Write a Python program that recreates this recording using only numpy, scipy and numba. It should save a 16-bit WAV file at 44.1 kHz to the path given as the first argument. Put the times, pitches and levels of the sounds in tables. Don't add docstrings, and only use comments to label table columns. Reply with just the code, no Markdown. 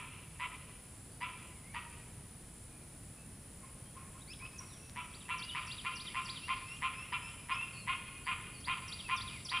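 import sys
import numpy as np
from scipy import signal
from scipy.fft import rfft, irfft
from scipy.io import wavfile
from numba import njit

SR = 44100
rng = np.random.default_rng(int(sys.argv[2]) if len(sys.argv) > 2 else 0)


def log_audio(samples):
    frames = np.atleast_2d(samples).T
    limited = np.clip(frames, -1, 1)
    pcm = np.round(limited * 32767).astype(np.int16)
    wavfile.write(sys.argv[1], SR, pcm)


def linear_from_db(decibels):
    return 10 ** (np.asarray(decibels, float) / 20)


N = 423360
LEAD = SR // 4

# (frequency [Hz], density [dB per Hz])
AIR_SPECTRUM = [(12, -43), (20, -10), (50, -1.5), (119, 1), (209, -6), (340, -14), (734, -21),
                (1210, -24.5), (2370, -26.5), (3810, -31), (6500, -32), (10800, -22.5), (11300, -38.5),
                (15800, -33)]
# (time [s], level [dB])
TRAFFIC_LEVEL = [(0, -55.5), (2, -54.5), (4.2, -53.5), (5, -55), (6, -54), (8, -54), (9.2, -52.5),
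                 (9.6, -53)]
# (frequency [Hz], side minus mid [dB])
AIR_WIDTH = [(30, -21), (100, -36.5), (300, -20), (950, -14), (2380, -10.5), (5500, -3.5), (8500, -18),
             (11000, -46.5)]
# (low pitch [Hz], swing [Hz], strokes [per s], blur [Hz])
CICADA_DRUMS = [
    (9260, 1380, 70.5, 80),
    (9850, 560, 66.5, 150),
    (7350, 800, 69.0, 250),
]
# (before the hand-over [dB], after it [dB])
CICADA_LEVELS = [
    (-58, -60),
    (-73.5, -57),
    (-70.5, -68.5),
]
CICADA_THROB = [0, 0, 3.5]
# (start [s], length [s], voice [Hz], level [dB], slipped pulses [0-1])
NEAR_CROAKS = [(-.085, 0.05, 1018, -42.5, 0.19), (.39, 0.072, 1020, -45.5, 0.37),
               (1.205, 0.067, 1019, -45.5, 0.55), (1.738, 0.058, 971, -47.5, .7),
               (4.952, 0.071, 1007, -48, 0.22), (5.283, 0.062, 1029, -43, 0),
               (5.54, 0.06, 1044, -43.5, 0.31), (5.842, 0.054, 1048, -42, 0.1),
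               (6.139, 0.069, 1053, -43, 0.4), (6.476, 0.065, 1060, -41.5, 0.14),
               (6.815, 0.069, 1057, -40.5, 0.19), (7.12, 0.045, 1033, -41, 0.55),
               (7.486, 0.0738, 1069, -40.5, .05), (7.868, 0.073, 1077, -39.5, 0.02),
               (8.261, 0.073, 1066, -40, .03), (8.668, 0.077, 1059, -39.5, 0.09),
               (9.083, .076, 1059, -40.5, .03), (9.508, 0.084, 1062, -39.5, .03)]
# (centre [Hz], width [Hz], level [dB])
UPPER_THROAT = (3150, 900, -8)
# (frequency [Hz], time [s])
WOOD_DECAY = [(500, 1.16), (1000, 1.04), (2500, 1.21), (3600, 1.4), (5600, 2.4), (9000, 0.76)]
# (start [s], length [s], from [Hz], to [Hz], level [dB])
HOARSE_NOTES = [
    (1.09, 0.078, 4730, 4600, -70.5),
    (2.69, 0.19, 2440, 2370, -66),
    (3.135, 0.14, 2510, 2730, -66),
    (4.657, 0.145, 4620, 2710, -63),
    (7.714, 0.155, 4620, 4150, -57.5),
    (8.238, 0.064, 4580, 4720, -58),
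    (8.529, 0.1, 4560, 4430, -59),
]
# (start [s], length [s], from [Hz], to [Hz], level [dB])
SINGLE_NOTES = [(1.55, 0.055, 2280, 2000, -62), (1.624, 0.15, 1980, 2460, -60.5),
                (3.848, 0.047, 3130, 3270, -66), (4.194, 0.039, 3060, 4000, -64),
                (4.216, 0.018, 3960, 3670, -56.5), (4.331, .014, 2730, 4200, -49.5),
                (4.397, .026, 2200, 2530, -51.5), (4.415, 0.068, 2472, 2630, -44),
                (4.458, 0.011, 2530, 3270, -48), (4.58, 0.0095, 6760, 5440, -49),
                (4.589, 0.0088, 5660, 5610, -40), (4.783, 0.15, 2670, 2650, -65),
                (5.251, 0.036, 2700, 2640, -53), (5.463, 0.092, 2836, 3050, -45),
                (6.079, 0.045, 1850, 2480, -53), (7.557, .1, 2544, 2780, -38.5),
                (9.042, 0.051, 2740, 2480, -47), (9.167, 0.034, 3800, 3220, -46),
                (9.324, 0.064, 2700, 1995, -49)]
# (start [s], length [s], level [dB])
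FAR_OWL_CROAKS = [
    (3.612, 0.064, -67),
    (3.945, 0.069, -63),
    (4.136, 0.038, -68),
    (4.402, 0.065, -61.5),
    (4.59, 0.043, -60),
]
# (start [s], length [s], from [Hz], level [dB], octave [dB])
RISING_WHISTLES = [(4.27, .062, 1800, -55, 1), (5.39, .07, 2600, -47, -30), (5.66, .09, 2600, -49, -26),
                   (5.91, .09, 2650, -48, -26), (6.2, .1, 2650, -49, -18), (6.41, .07, 2600, -48, -18),
                   (6.65, .118, 2550, -48, -15), (6.93, .124, 2450, -50, -14), (7.2, .118, 2450, -51, -11),
                   (7.515, .042, 2300, -54, 1), (7.93, .06, 2500, -53, -19)]
# (time [s], peak [dB])
SNAPS = [
    (4.897, -26),
    (5.452, -27),
    (5.52, -32),
]
# (time after the start [s], pitch [Hz], level [dB])
PHRASE_SLURS = [
    [(0, 6300, -12), (.008, 5600, -3), (.018, 4700, -3), (.024, 4450, -4), (.03, 4450, -14)],
    [(.039, 3000, -8), (.047, 3350, -1), (.055, 4200, -1), (.061, 4800, 0), (.073, 4900, -8)],
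    [(.11, 3900, -8), (.118, 3750, 0), (.128, 3250, 0), (.136, 3000, -4), (.143, 2950, -14)],
]
# (start [s], level [dB], first slur [dB])
SUNG_PHRASES = [
    (5.094, -53, -12),
    (5.378, -44, -2.5),
    (5.666, -43.5, -4.5),
    (5.953, -43, -3),
    (6.246, -42.5, -3),
    (8.599, -46.5, -12),
    (8.876, -43.5, -3.5),
    (9.161, -43.5, -2),
    (9.446, -40.5, -2),
]


def at_hz(points, hz):
    table_hz, values = np.transpose(points)
    return np.interp(np.log(hz), np.log(table_hz), values)


def rms_one(x):
    return x / np.sqrt(np.mean(x ** 2) + 1e-20)


def filtered(x, order, hz, kind="low"):
    return signal.sosfilt(signal.butter(order, hz, kind, fs=SR, output="sos"), x)


def drift(rate, size):
    r = np.exp(-2 * np.pi * rate / SR)
    run_in = round(SR / rate)
    slow = signal.lfilter([1], [1, -2 * r, r * r], rng.standard_normal(size + run_in))
    return slow[run_in:] * np.sqrt((1 - r * r) ** 3 / (1 + r * r))


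def resonance(x, hz, width_hz):
    r = np.exp(-np.pi * width_hz / SR)
    zeros = np.array([1, 0, -1]) * (1 - r * r) / 2
    return signal.lfilter(zeros, [1, -2 * r * np.cos(2 * np.pi * hz / SR), r * r], x)


@njit
def gliding(x, turn, r):
    y = np.zeros(len(x))
    for i in range(2, len(x)):
        y[i] = (1 - r * r) / 2 * (x[i] - x[i - 2]) + 2 * r * np.cos(turn[i]) * y[i - 1] - r * r * y[i - 2]
    return y


def add(track, start_s, sound):
    at = LEAD + round(start_s * SR)
    track[at:at + len(sound)] += sound[:len(track) - at]


def air():
    hz = np.maximum(np.fft.rfftfreq(N, 1 / SR), 1)
    mid, side = rfft(rng.standard_normal((2, N)))
    shape = linear_from_db(at_hz(AIR_SPECTRUM, hz))
    low = 1 / (1 + (hz / 400) ** 2)
    scale = np.sqrt(np.mean(irfft(mid * shape * (hz < 400), N) ** 2))
    side = linear_from_db(at_hz(AIR_WIDTH, hz)) * side
    stereo = np.array([mid + side, mid - side]) * shape / scale
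    s, db = np.transpose(TRAFFIC_LEVEL)
    traffic = linear_from_db(np.interp(np.arange(N) / SR, s, db)) * irfft(stereo * low, N)
    return traffic + linear_from_db(-52.5) * irfft(stereo * (1 - low), N)


def cicadas():
    handover_s, handover_length_s = 5.13, 0.12
    throb_per_s, throb_top_s = 1.9, 0.98
    out, t = 0, np.arange(N) / SR
    after = (1 + np.tanh((t - handover_s) / handover_length_s)) / 2
    throb = np.cos(2 * np.pi * throb_per_s * (t - throb_top_s))
    for drum, levels, throb_db in zip(CICADA_DRUMS, CICADA_LEVELS, CICADA_THROB):
        low_hz, swing_hz, rate, blur_hz = drum
        before_db, after_db = levels
        db = before_db + (after_db - before_db) * after + throb_db * throb
        stroke = np.abs(np.sin(np.pi * np.cumsum(rate * (1 + .01 * drift(1.2, N))) / SR))
        hz = low_hz + swing_hz * stroke ** 1.8 + blur_hz * drift(400, N)
        buzz = np.sin(2 * np.pi * np.cumsum(hz) / SR)
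        direct = buzz * (2.6 - stroke) * linear_from_db(1.5 * drift(300, N))
        echo = 0.88 * np.roll(direct, 176) + 0.17 * np.roll(direct, 1130) + 0.73 * np.roll(direct, 2470)
        side = .09 * np.roll(direct, 4000) * [[1], [-1]]
        out = out + linear_from_db(db) * (rms_one(direct + echo) + side)
    return signal.sosfilt(signal.cheby2(8, 30, 11150, fs=SR, output="sos"), out)


def beak(u):
    opens_at, opening = .17, .22
    shut_share = 0.793
    hum_top_at = 0.52
    opened = np.clip((u - opens_at) / opening, 0, 1)
    late = np.clip((u - opens_at - opening) / (1 - opens_at - opening), 0, 1)
    first_hz = 1012 + 240 * np.minimum(u / 0.49, 1)
    second = shut_share + (1 - shut_share) * opened
    slap_db = -7.5 + 1.5 * opened - 5 * late
    past = (u - hum_top_at) / hum_top_at
    hum_db = 2.3 + np.where(past < 0, 5.5, -36) * past
    hum_db = hum_db - 5 * np.maximum(1 - u / opens_at, 0)
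    return first_hz, second, slap_db, hum_db


def membrane_slaps(u, cycles, slap_db, length_s, slips):
    skips = np.interp(u, [0, .27, .36, .74, .82, 1], [6, 7, 3, 3, 4.3, 4.4])
    slaps, at = np.zeros(len(u)), 1.
    for _ in range(40):
        slip, extra = rng.random(2)
        jitter = rng.standard_normal()
        i = np.searchsorted(cycles, at)
        if i >= length_s * SR:
            break
        slaps[i] = linear_from_db(slap_db[i] + .8 * jitter) * min((u[i] + .03) / .22, 1)
        at += skips[i] + (slip < slips) * np.ceil(2 * extra) + 0.02 * jitter
    return slaps


def membrane_hum(cycles, u, slips):
    phase = 2 * np.pi * cycles
    early = np.maximum(np.clip((.5 - u) / 0.94, 0, 1), slips)
    hum = np.sin(phase) + early * (linear_from_db(-1.5) * np.sin(2 * phase) + linear_from_db(-8.5) * np.sin(3 * phase))
    loose = slips * np.clip(1.6 - 3 * u, 0, 1)
    return hum + loose * (linear_from_db(-17) * np.sin(4 * phase) + linear_from_db(-10) * np.sin(5 * phase))


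def croak(length_s, voice_hz, slips, throat_hz):
    size = round((length_s + .03) * SR)
    u = np.arange(size) / (length_s * SR)
    first_hz, second, slap_db, hum_db = beak(u)
    sag = .03 * np.clip((u - .55) / .45, 0, 1) ** 2
    cycles = np.cumsum(voice_hz * (1 - .12 * np.exp(-u / .2) - sag)) / SR
    slaps = membrane_slaps(u, cycles, slap_db, length_s, slips)
    edges = np.clip(np.minimum(u / 0.12, (1.08 - u) / 0.1), 0, 1)
    hiss = linear_from_db(-35) * linear_from_db(slap_db) * edges * rng.standard_normal(size)
    source = slaps + hiss
    rasp = linear_from_db(-2.0) * gliding(source, 2 * np.pi * first_hz / SR, np.exp(-np.pi * 260 / SR))
    rasp += gliding(source, 2 * np.pi * second * throat_hz / SR, np.exp(-np.pi * 430 / SR))
    upper_hz, upper_width_hz, upper_db = UPPER_THROAT
    upper_db = upper_db - 9.0 * (1.4 - np.minimum(u / 0.45, 1))
    rasp -= linear_from_db(upper_db) * resonance(source, upper_hz, upper_width_hz)
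    rasp = filtered(rasp, 6, 3750)
    hum_level = edges * linear_from_db(hum_db + 8 * slips + 2.0 * drift(85, size))
    voice = rms_one(rasp) + hum_level * membrane_hum(cycles, u, slips)
    return filtered(filtered(voice, 6, 890, "high"), 2, 5000)


def owl(rows, throat_hz):
    out = np.zeros(N + LEAD)
    for start, length, voice_hz, db, slips in rows:
        add(out, start, linear_from_db(db) * croak(length, voice_hz, slips, throat_hz))
    return out


def wood(x):
    t = np.arange(round(1.2 * SR)) / SR
    noise, tail = rng.standard_normal((2, 2, len(t))), 0
    for k, low in enumerate(500 * 2. ** np.arange(0, 4.5, .5)):
        band = filtered(noise[k % 2], 2, [low, np.sqrt(2) * low], "band")
        tail = tail + band * linear_from_db(-60 * t / at_hz(WOOD_DECAY, 2 ** .25 * low))
    tail *= (1 - np.exp(-(t / 0.0056) ** 2)) * (1 + 1.7 * np.exp(-t / 0.016))
    mid, side = tail * [[1], [.05]] / np.sqrt(np.sum(tail[0] ** 2))
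    answer = signal.fftconvolve(x[None], np.array([mid + side, mid - side]))
    flutter = linear_from_db(1.5 * drift(35, N))
    return flutter * answer[:, LEAD:LEAD + N]


def tone(hz, level, octave_db=-40):
    phase = 2 * np.pi * np.cumsum(hz * (1 + .007 * drift(60, len(hz)))) / SR
    wave = np.sin(phase) + linear_from_db(octave_db) * np.sin(2 * phase)
    return level * linear_from_db(1.8 * drift(50, len(hz))) * wave


def slur(length_s, from_hz, to_hz, bend, octave_db=-40):
    u = np.linspace(0, 1, round(length_s * SR))
    hz = from_hz + (to_hz - from_hz) * u ** bend
    return tone(hz, np.sqrt(np.sin(np.pi * u) + 1e-9), octave_db)


def hoarse_notes(out):
    for start, length, from_hz, to_hz, db in HOARSE_NOTES:
        size = round(length * SR)
        hz = np.linspace(from_hz, to_hz, size) * (1 + 0.0303 * drift(320, size))
        add(out, start, linear_from_db(db) * tone(hz, np.hanning(size) ** .5))


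def single_notes(out):
    for start, length, from_hz, to_hz, db in SINGLE_NOTES:
        bend = 1.036 if to_hz > from_hz else 0.94
        add(out, start, linear_from_db(db) * slur(length, from_hz, to_hz, bend))


def whistles(out):
    flick_s, pressed_db = .011, -17
    for start, length, from_hz, db, octave_db in RISING_WHISTLES:
        top_hz = 2740 + .6 * max(from_hz - 2400, 0)
        bend = .95 - (top_hz - from_hz) / 2400
        swell_db = 5 * np.linspace(-.6, .4, round(length * SR))
        add(out, start, linear_from_db(db + swell_db) * slur(length, from_hz, top_hz, bend, octave_db))
        if octave_db > pressed_db:
            flick = slur(flick_s, top_hz, top_hz + 800, 1.036, -13)
            add(out, start + length - flick_s / 2, linear_from_db(-54) * flick)


def phrases(out):
    for start, db, first_db in SUNG_PHRASES:
        for k, note in enumerate(PHRASE_SLURS):
            s, hz, note_db = np.transpose(note)
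            t = np.arange(s[0], s[-1], 1 / SR)
            level = linear_from_db(db + first_db * (k == 0) + np.interp(t, s, note_db))
            level = level * signal.windows.tukey(len(t), .2)
            add(out, start + s[0], tone(np.interp(t, s, hz), level))


def songbirds():
    out = np.zeros(N + LEAD)
    for sing in (hoarse_notes, single_notes, whistles, phrases):
        sing(out)
    return out


def far_owl():
    voice_hz, slips = 1087, .3
    rows = [(s, length, voice_hz, db, slips) for s, length, db in FAR_OWL_CROAKS]
    return signal.lfilter([.1], [1, -.9], owl(rows, 2300)) * linear_from_db(8.0)


def ticks():
    out = np.zeros(N)
    for s, db in SNAPS:
        out[round(s * SR)] = linear_from_db(db)
    return filtered(out, 2, [1200, 7000], "band")


def scene():
    near, birds, far = owl(NEAR_CROAKS, 2391), songbirds(), far_owl()
    direct = (near + linear_from_db(-2.5) * far + birds)[LEAD:]
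    answer = wood(linear_from_db(-4) * near + far + linear_from_db(-7) * birds)
    return direct + answer + cicadas() + air() + ticks()


def band_limit(x):
    return signal.sosfilt(signal.butter(12, 15980, fs=SR, output="sos"), x)


def record(dry):
    mix = signal.sosfilt(signal.cheby2(12, 60, 15950, fs=SR, output="sos"), dry)
    return band_limit(mix)


dry = scene()
out = record(dry)
log_audio(out)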